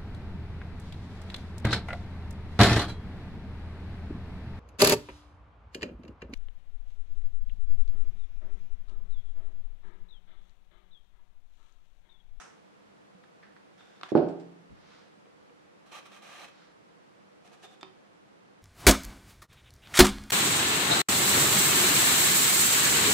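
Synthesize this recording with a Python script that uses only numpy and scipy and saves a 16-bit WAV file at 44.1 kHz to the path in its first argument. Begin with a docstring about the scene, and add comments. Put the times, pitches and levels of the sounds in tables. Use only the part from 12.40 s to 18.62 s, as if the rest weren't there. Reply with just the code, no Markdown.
"""A workbench in a small room, close to a stereo microphone; a fan hums faintly. A squeegee stroke dies
away on a metal stencil taped down along one edge. Fingers pick at the sheet; it drags, snaps free of the
paste, swings over on its tape hinge and lands with a hollow, rattling boom as its modes ring. A hand
passes the microphone, nudges the small circuit board and slides it across the bench in two grating
pushes, until the board tips down with a tap."""
import sys
import numpy as np
from scipy import signal
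from scipy.fft import rfft, irfft
from scipy.io import wavfile

SR = 44100
rng = np.random.default_rng(int(sys.argv[2]) if len(sys.argv) > 2 else 0)


def int16_out(signal):
    """Quantize to a 16-bit WAV file."""
    q = np.round(np.clip(np.atleast_2d(signal).T, -1, 1) * 32767)
    wavfile.write(sys.argv[1], SR, q.astype(np.int16))


N = 274302
TIME = np.arange(N) / SR


def from_db(db):
    """Decibels to gain."""
    return 10 ** (np.asarray(db) / 20)


def rms_one(x):
    """Scale to rms 1."""
    return x / np.sqrt(np.mean(x ** 2) + 1e-20)


def at_hz(points, hz):
    """Read a table on a log-frequency axis."""
    points = np.array(points)
    return np.interp(np.log(hz), np.log(points[:, 0]), points[:, 1])


def pan(db):
    """Channel gains of constant total power, the left db above the right."""
    return rms_one(from_db(np.array([[db], [-db]]) / 2))


def butter(x, hz, kind, order=2):
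    """Causal Butterworth filter."""
    sos = signal.butter(order, np.clip(hz, 10, .45 * SR), kind, fs=SR, output="sos")
    return signal.sosfilt(sos, x + 1e-18)


def resonate(x, hz, width):
    """Two-pole resonance with gain 1 at its peak."""
    r = np.exp(-np.pi * width / SR)
    feedback = [1, -2 * r * np.cos(2 * np.pi * hz / SR), r * r]
    return signal.lfilter(np.array([1, 0, -1]) * (1 - r * r) / 2, feedback, x + 1e-18)


def fade(t60, size=SR):
    """Exponential decay from 1."""
    return np.exp(-np.log(1000) * TIME[:size] / t60)


def ring(hz, t60, size=SR):
    """One struck mode."""
    return np.sin(2 * np.pi * hz * TIME[:size]) * fade(t60, size)


def add(out, s, sound):
    """Mix a sound in at time s."""
    start = max(round(s * SR), 0)
    out[..., start:start + sound.shape[-1]] += sound[..., :N - start]


def noise(colour, likeness, size=N):
    """Stereo noise of rms 1; likeness is the left-right correlation along frequency."""
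    hz = np.maximum(np.fft.rfftfreq(size, 1 / SR), 1)
    skirts = np.minimum(1, np.minimum(hz / colour[0][0], colour[-1][0] / hz)) ** 2
    mid, side = rfft(rng.standard_normal((2, size))) * from_db(at_hz(colour, hz)) * skirts
    alike = np.clip(at_hz(likeness, hz), -1, 1)
    spectrum = np.sqrt(1 + alike) * mid + np.sqrt(1 - alike) * side * [[1], [-1]]
    return rms_one(irfft(spectrum, size))


def trim_hiss(x, top_hz=12600):
    """Steep low-pass for the airy sounds."""
    return signal.sosfilt(signal.ellip(8, .5, 60, top_hz, fs=SR, output="sos"), x)


# Room tone at the bench: f/Hz, relative level/dB
AIR_COLOUR = [(15, -62), (25, -48), (48, -18), (87, -15), (155, -5), (202, -4.5), (225, -6.5), (309, -2),
              (403, -5.5), (511, -7.5), (632, -6.5), (1290, -10.5), (8470, -33), (12300, -41.5),
              (14000, -65.5)]
# Room tone across the microphone pair: f/Hz, correlation
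AIR_LIKENESS = [(60, -0.12), (130, 0.033), (290, -0.64), (640, -0.55), (1410, -0.45), (3100, -0.076),
                (6820, -0.19), (15000, -0.28)]
# Fan in the background: f/Hz, width/Hz, level/dB
FAN_HUMS = [(201.8, 19, -71), (300, 5.1, -77.5), (483, 60, -68)]
def room_tone(air_db=-58):
    """Steady room air with the narrow hums of a fan."""
    air = from_db(air_db) * noise(AIR_COLOUR, AIR_LIKENESS)
    hum = sum(from_db(db) * rms_one(resonate(air, hz, width)) for hz, width, db in FAN_HUMS)
    return trim_hiss(air + hum) * pan(-1.4)


# Close sources across the microphone pair: f/Hz, correlation
NEAR_LIKENESS = [(100, 0.87), (400, 0.64), (1200, 0.7), (4000, 0.15), (12000, 0.11)]
def rub(gain, colour, grain_db, grain_hz):
    """Friction: tiny asperities catch and let go, so the hiss comes in uneven grains."""
    roughness = rms_one(butter(rng.standard_normal(N), grain_hz, "low"))
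    return gain * rms_one(from_db(grain_db * roughness)) * noise(colour, NEAR_LIKENESS)


# Squeegee on the stencil, close, a little right: f/Hz, relative level/dB
STROKE_COLOUR = [(240, -28), (400, -5), (478, -12), (523, -23), (563, -10), (616, -4), (920, -3),
                 (1350, 1.5), (4520, -15.5), (5820, -7), (8960, -17.5), (14000, -45)]
def squeegee(db=-47.5, t60=0.42):
    """The blade rubs over the sheet, dying away from the start."""
    return rub(from_db(db) * fade(t60, N), STROKE_COLOUR, grain_db=1.0, grain_hz=300) * pan(-2.5)


def bumps(rows):
    """Each soft touch rings one low, damped mode."""
    out = np.zeros((2, N))
    for s, db, hz, t60 in rows:
        add(out, s, from_db(db) * pan(-1.5) * butter(ring(hz, t60), [hz / 2, 2 * hz], "band"))
    return out


# Hand on the bench top, near centre: t/s, level/dB, f/Hz, t60/s
HAND_REST = [(0.748, -51.5, 186, .14)]
def hand_rest():
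    """A hand comes to rest with a dull bump."""
    return bumps(HAND_REST)


# Crunch of a contact, heard close: f/Hz, relative level/dB
TAP_COLOUR = [(100, -9.5), (400, -3), (1200, 4.5), (2100, 1), (3500, -2), (5500, -5.5), (6500, -21),
              (9000, -14.5), (14000, -53)]
# Modes of the bench under the board: f/Hz, relative level/dB, t60/s
BENCH_MODES = [(327, -1, 0.078), (378.3, -1.5, 0.34), (774, 2, 0.044), (1060, -9, 0.022)]
# Modes of a thin hard edge: f/Hz, relative level/dB, t60/s
EDGE_MODES = [(3490, -3, 0.077), (3620, 1.5, 0.17), (4990, -12, 0.0394), (6630, -13, 0.048),
              (7610, -12.5, .09)]
def contact(rows, hz, top_hz, t60, knock_db, ting_db, pan_db, crunch_share=0.27, overtone_db=-6.5):
    """A brief crunch in two damped bending modes; it also knocks the bench and rings the thin edge."""
    ringing = np.zeros(SR)
    for modes, strike_db in (BENCH_MODES, knock_db), (EDGE_MODES, ting_db):
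        struck = sum(from_db(db) * ring(f, decay) for f, db, decay in modes)
        ringing += from_db(strike_db) * butter(struck, modes[0][0] * 0.45, "high")
    out, size = np.zeros((2, N)), SR // 4
    for s, db in rows:
        crunch = butter(noise(TAP_COLOUR, NEAR_LIKENESS, size), top_hz, "low")
        bending = resonate(crunch, hz, hz * 0.13)
        bending += from_db(overtone_db) * resonate(crunch, hz * 2.69, hz * 0.52)
        tick = rms_one(bending + crunch_share * crunch) * fade(t60, size)
        add(out, s, from_db(db) * butter(tick, 200, "high"))
        add(out, s, from_db(db) * ringing)
    return out * pan(pan_db)


# Fingers at the stencil's edge, close: t/s, level/dB, f/Hz, t60/s
PICKS = [(0.838, -53, 1450, 0.042), (1.027, -54, 1800, 0.26), (1.163, -50.5, 1740, 0.047),
         (1.406, -50, 1390, .04)]
def finger_picks():
    """The sheet ticks as fingers pick at it."""
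    return sum(contact([(s, db)], hz, top_hz=2710, t60=t60, knock_db=-24, ting_db=-25, pan_db=-2.0)
               for s, db, hz, t60 in PICKS)


def slips(rows, attack_s, growth_db_per_s=0, release_t60=0.083):
    """Gain over time: each slip is an attack, a hold that may grow, and a release."""
    power = np.zeros(N)
    for s, length, db in rows:
        age = np.maximum(TIME - s, 0)
        held_db = db + growth_db_per_s * (np.minimum(age, length) - length / 2)
        fall_db = 60 * np.maximum(age - length, 0) / release_t60
        power += (np.minimum(age / attack_s, 1) * from_db(held_db - fall_db)) ** 2
    return np.sqrt(power)


# Stencil rising, close, a little right: t/s, length/s, level/dB
LIFT_SLIPS = [(1.37, .23, -64.5), (1.634, .04, -56), (1.684, .016, -50.5)]
# Its scrape: f/Hz, relative level/dB
LIFT_COLOUR = [(410, -33.5), (700, 1.5), (1240, -14), (1340, 0.5), (2890, -8.5), (3470, -4), (3970, -13),
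               (5460, -13), (12100, -33), (13000, -41.5)]
def stencil_lift():
    """The sheet drags as it is raised, then swings over."""
    return rub(slips(LIFT_SLIPS, attack_s=0.0077), LIFT_COLOUR, grain_db=-1.5, grain_hz=200) * pan(-2.5)


# Faint squeaks during the lift and the second push: t/s, length/s, level/dB
SQUEAKS = [(1.388, .022, -61.5), (1.43, .15, -74), (5.228, 0.022, -54.5), (5.275, 0.068, -65)]
def edge_squeak(width_hz=50):
    """Friction keeps a thin edge's modes ringing where it drags."""
    friction = rng.standard_normal((2, N))
    singing = sum(from_db(db) * resonate(friction, hz, width_hz) for hz, db, _ in EDGE_MODES)
    return slips(SQUEAKS, attack_s=0.012) * rms_one(singing) * pan(-2.0)


# Stencil letting go, close, centre: t/s, level/dB
SNAPS = [(1.612, -37.5), (1.633, -28.5)]
def stencil_snaps():
    """The sheet snaps free of the paste."""
    return contact(SNAPS, hz=1249, top_hz=7000, t60=0.019, knock_db=-28.5, ting_db=-31.5,
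                   pan_db=-0.5, overtone_db=-8.0)


# Stencil touching, landing and bouncing by the microphone: t/s, relative level/dB
LANDINGS = [(1.7188, -11), (1.7522, 0), (1.7712, -7), (1.7792, -8), (1.7998, -8), (1.8282, -10)]
# Modes of the sheet and the bench under it: f/Hz, level/dB, t60/s, left minus right/dB
SHEET_MODES = [(89.0, -47.3, 0.4, 7.0), (119.0, -46.6, 0.59, 4.0), (143.0, -37.6, 0.44, 2.0),
               (157.0, -32.7, 0.45, -2.0), (171.0, -36.5, 1.25, -2.0), (202.0, -33, 0.44, -5.0),
               (241.0, -29.4, 0.41, -11.0), (260.0, -32.4, 0.52, -7.0), (276.0, -35.5, 0.9, -13.0),
               (318.0, -26.2, 0.47, -11.0), (339.0, -21.5, 0.49, -9.0), (376.0, -26.1, 0.41, -7.0),
               (403.0, -27.4, 0.65, -14.0), (447.0, -34.7, 0.64, -5.0), (488.0, -24.1, 0.47, -14.0),
               (540.0, -29.1, 0.4, -8.0), (575.0, -30.6, 0.53, -7.0), (598.0, -27.6, 0.47, -4.0),
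               (617.0, -30.5, 0.56, -1.0), (653.0, -33.8, 0.56, -1.0), (732.0, -29.6, 0.51, -3.0),
               (805.0, -35.0, 0.53, -2.0), (848.0, -38.8, 0.51, 4.0), (914.0, -37.6, 0.5, 1.0),
               (1055.0, -45.8, 0.58, -5.0), (1297.0, -46.8, 0.42, -4.0), (1475.0, -44.7, 0.42, 1.0)]
def stencil_landing():
    """Each landing is a short slap of trapped air; the hardest clacks and sets the sheet ringing."""
    size = 2 * SR
    slap = from_db(-3) * butter(ring(hz=370, t60=.022, size=size), [120, 1400], "band") * pan(-9.0)
    clack = from_db(-17) * butter(ring(hz=830, t60=0.033, size=size), [550, 1500], "band") * pan(-1.0)
    modes = sum((-1) ** k * from_db(db) * pan(pan_db) * ring(hz, t60, size)
                for k, (hz, db, t60, pan_db) in enumerate(SHEET_MODES))
    modes = butter(modes, 1843, "low")
    damped = from_db(-3) * butter(modes, 570, "low") * fade(.08, size)
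    touch = butter(slap + damped, 803, "low")   # light touches are dull and soon damped
    rebound = butter(touch, 190, "high")   # with the air squeezed out, bounces have little bass
    strikes = [touch, slap + clack + modes] + [rebound] * (len(LANDINGS) - 2)
    out = np.zeros((2, N))
    for (s, db), strike in zip(LANDINGS, strikes):
        add(out, s, from_db(db) * strike)
    return out


# Dense wash of the boom: f/Hz, relative level/dB
BOOM_COLOUR = [(50, -34.5), (90, -14.5), (140, -7.5), (300, 7), (600, 0.5), (820, -5.5), (1050, -9),
               (1450, -16), (1950, -21), (2800, -32.5), (4300, -28), (6000, -50.5), (9000, -58)]
# Its decay: f/Hz, t60/s
BOOM_T60 = [(60, 0.43), (200, 0.79), (500, 0.66), (1200, 0.57), (3000, 0.51), (9000, .45)]
# Its spread across the microphone pair: f/Hz, correlation
BOOM_LIKENESS = [(80, .8), (250, 0.24), (600, -.2), (2000, -0.13)]
def stencil_boom(db=-18):
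    """The sheet's crowd of weaker modes dies away band by band."""
    crowd = noise(BOOM_COLOUR, BOOM_LIKENESS, SR)
    edges_hz = np.geomspace(30, 15000, 10)
    boom = sum(butter(crowd, [lo, hi], "band") * fade(at_hz(BOOM_T60, np.sqrt(lo * hi)))
               for lo, hi in zip(edges_hz, edges_hz[1:]))
    boom *= from_db(db) * (1 - fade(0.0085))
    muffled = from_db(-2) * butter(boom, 600, "low", order=3) * fade(0.594)
    out = np.zeros((2, N))
    add(out, LANDINGS[0][0], muffled)
    add(out, LANDINGS[1][0], boom)
    return out


# Rim of the sheet, close, a little left: t/s, level/dB
CLATTER = [(1.773, -40.5)]
def rim_clatter():
    """The rim knocks on the bench just after the landing."""
    return contact(CLATTER, hz=2590, top_hz=6420, t60=.04, knock_db=-3, ting_db=-21.5, pan_db=2.0)


# Tape hinge, close, a little right: t/s, level/dB
CRACKLES = [(1.885, -56.5), (1.998, -59.5)]
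def tape_crackles():
    """The tape crackles as it settles."""
    return contact(CRACKLES, hz=7440, top_hz=14000, t60=.15, knock_db=-24, ting_db=-24.5, pan_db=-2.5)


# Air from the moving hand, right on the microphone: peak t/s, half width/s, level/dB
PUFF = [(2.322, 0.022, -49)]
# Its rumble: f/Hz, relative level/dB
PUFF_COLOUR = [(35, -10), (70, -4.5), (160, -3), (300, -12)]
def air_puff(wake_db=-60, wake_t60=1.05):
    """A draught presses on one microphone port, draws on the other and leaves a fading wake."""
    draught = swells(PUFF)
    add(draught, PUFF[0][0], from_db(wake_db) * fade(wake_t60, N))
    return draught * noise(PUFF_COLOUR, likeness=[(30, -0.41), (200, -0.87)])


def swells(rows):
    """Gain over time: a smooth rise and fall for each movement."""
    return sum(from_db(db) * np.exp(-((TIME - s) / width) ** 2) for s, width, db in rows)


# Hand moving near the microphone: peak t/s, half width/s, level/dB
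SWISHES = [(2.54, 0.15, -60), (4.21, 0.1, -62)]
# Its soft hiss: f/Hz, relative level/dB
SWISH_COLOUR = [(500, -9), (1400, 2), (2500, -5), (4000, -4), (5500, -8.5), (8000, -21.5), (13000, -41)]
def hand_swishes():
    """The hand brushes softly as it comes in and changes grip."""
    return trim_hiss(rub(swells(SWISHES), SWISH_COLOUR, grain_db=1.0, grain_hz=100)) * pan(-1.4)


# Fingertip on the board, close: t/s, level/dB
NUDGES = [(2.857, -54.5), (3.096, -54)]
def board_nudges():
    """A fingertip nudges the board with muted ticks."""
    return contact(NUDGES, hz=910, top_hz=2200, t60=0.029, knock_db=-12, ting_db=-34, pan_db=-2)


def board_bumps(lag_s=0.01114, hz=479, t60=0.11):
    """A dull bump of the board follows each nudge."""
    return bumps([(s + lag_s, db + 1, hz, t60) for s, db in NUDGES])


def push(rows, attack_s, creep_db=-16.5):
    """Gain over time: slips grow louder as they gather speed, with a faint creep between them."""
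    start, last = rows[0][0], rows[-1][0]
    loudest_db = max(db for _, _, db in rows)
    creep = slips([(start, last - start, loudest_db + creep_db)], attack_s)
    return np.hypot(slips(rows, attack_s, growth_db_per_s=22), creep)


# Slips of the board in each push, close, a little right: t/s, length/s, relative level/dB
FIRST_PUSH = [(3.456, 0.02, -65.5), (3.513, 0.075, -48.5), (3.65, 0.017, -53.5), (3.712, 0.065, -56),
              (3.817, 0.2345, -52), (4.078, 0.0062, -54)]
SECOND_PUSH = [(5.036, .042, -60.5), (5.111, 0.034, -60), (5.216, .037, -53), (5.29, 0.055, -64)]
# Friction of each push: f/Hz, relative level/dB
FIRST_COLOUR = [(150, -43), (250, -14), (366, -6), (458, -15), (516, -4), (742, -4.5), (978, -6.5),
                (1140, -3), (1480, -8.5), (2440, -4), (4030, -10), (4710, -16.5), (5790, -14.5),
                (10400, -21.5), (15500, -35)]
SECOND_COLOUR = [(210, -39), (350, -0.5), (650, -4), (726, 3), (878, -10.5), (2930, -8), (3170, -12),
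                 (3660, -9.5), (3960, -14), (7590, -17.5), (11700, -25), (15500, -52)]
# Resonances of the sliding board: f/Hz, width/Hz, relative level/dB
BOARD_MODES = [(760, 250, -3), (1190, 110, 5.5), (1616, 82, 2), (2500, 87, -2.5), (3120, 150, -4.5),
               (4050, 160, 0.5), (5850, 580, -4)]
def board_slides():
    """The board grates over the bench through its own resonances."""
    first = rub(push(FIRST_PUSH, attack_s=0.0079), FIRST_COLOUR, grain_db=2.0, grain_hz=905)
    second = rub(push(SECOND_PUSH, attack_s=0.02), SECOND_COLOUR, grain_db=2.0, grain_hz=400)
    friction = from_db(-1) * first + from_db(-0.5) * second
    body = sum(from_db(db) * resonate(friction, hz, width) for hz, width, db in BOARD_MODES)
    return butter(friction + from_db(-1.5) * body, 150, "high") * pan(-2.2)


# Board's edge chirping briefly, then the board meeting the bench, close, right of centre: t/s, level/dB
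EDGE_CLICK = [(5.411, -50.5)]
BOARD_DROP = [(5.43, -33.5)]
def board_drop():
    """The board's edge gives a short bright chirp as it rubs, and the board drops flat."""
    click = contact(EDGE_CLICK, hz=7100, top_hz=13000, t60=0.035, knock_db=-14, ting_db=-4.5, pan_db=-1)
    tap = contact(BOARD_DROP, hz=825, top_hz=7000, t60=0.02, knock_db=-14, ting_db=-23,
                  pan_db=-4.0, crunch_share=0.3)
    return click + tap


def room(x, t60=0.42, top_hz=5000):
    """Diffuse reflections of a small room, different in each channel."""
    size = SR // 2
    tail = butter(rng.standard_normal((2, size)), top_hz, "low", order=1) * fade(t60, size)
    tail *= 1 - fade(0.023, size)   # the reflections take a moment to build
    return signal.fftconvolve(x, tail / np.sqrt(np.sum(tail ** 2) / 2), axes=1)[:, :N]


def scene():
    """The bench from close up, with a little of the room on the contacts and the rubbing."""
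    contacts = finger_picks() + stencil_snaps() + rim_clatter() + tape_crackles()
    contacts += board_nudges() + board_drop()
    rubbing = squeegee() + stencil_lift() + edge_squeak() + board_slides()
    reflections = room(from_db(-11.0) * contacts + from_db(-11.5) * rubbing)
    # a low cut keeps deep rumble out of the boom
    sheet = butter(stencil_landing() + stencil_boom(), 64.6, "high", order=3)
    handling = hand_rest() + air_puff() + hand_swishes() + board_bumps()
    return room_tone() + contacts + rubbing + reflections + sheet + handling


def record(dry, cutoff_hz=15700):
    """A steep low-pass cuts the top of the microphone signal."""
    return signal.sosfilt(signal.ellip(10, .1, 80, cutoff_hz, fs=SR, output="sos"), dry)


dry = scene()
out = record(dry)
int16_out(out)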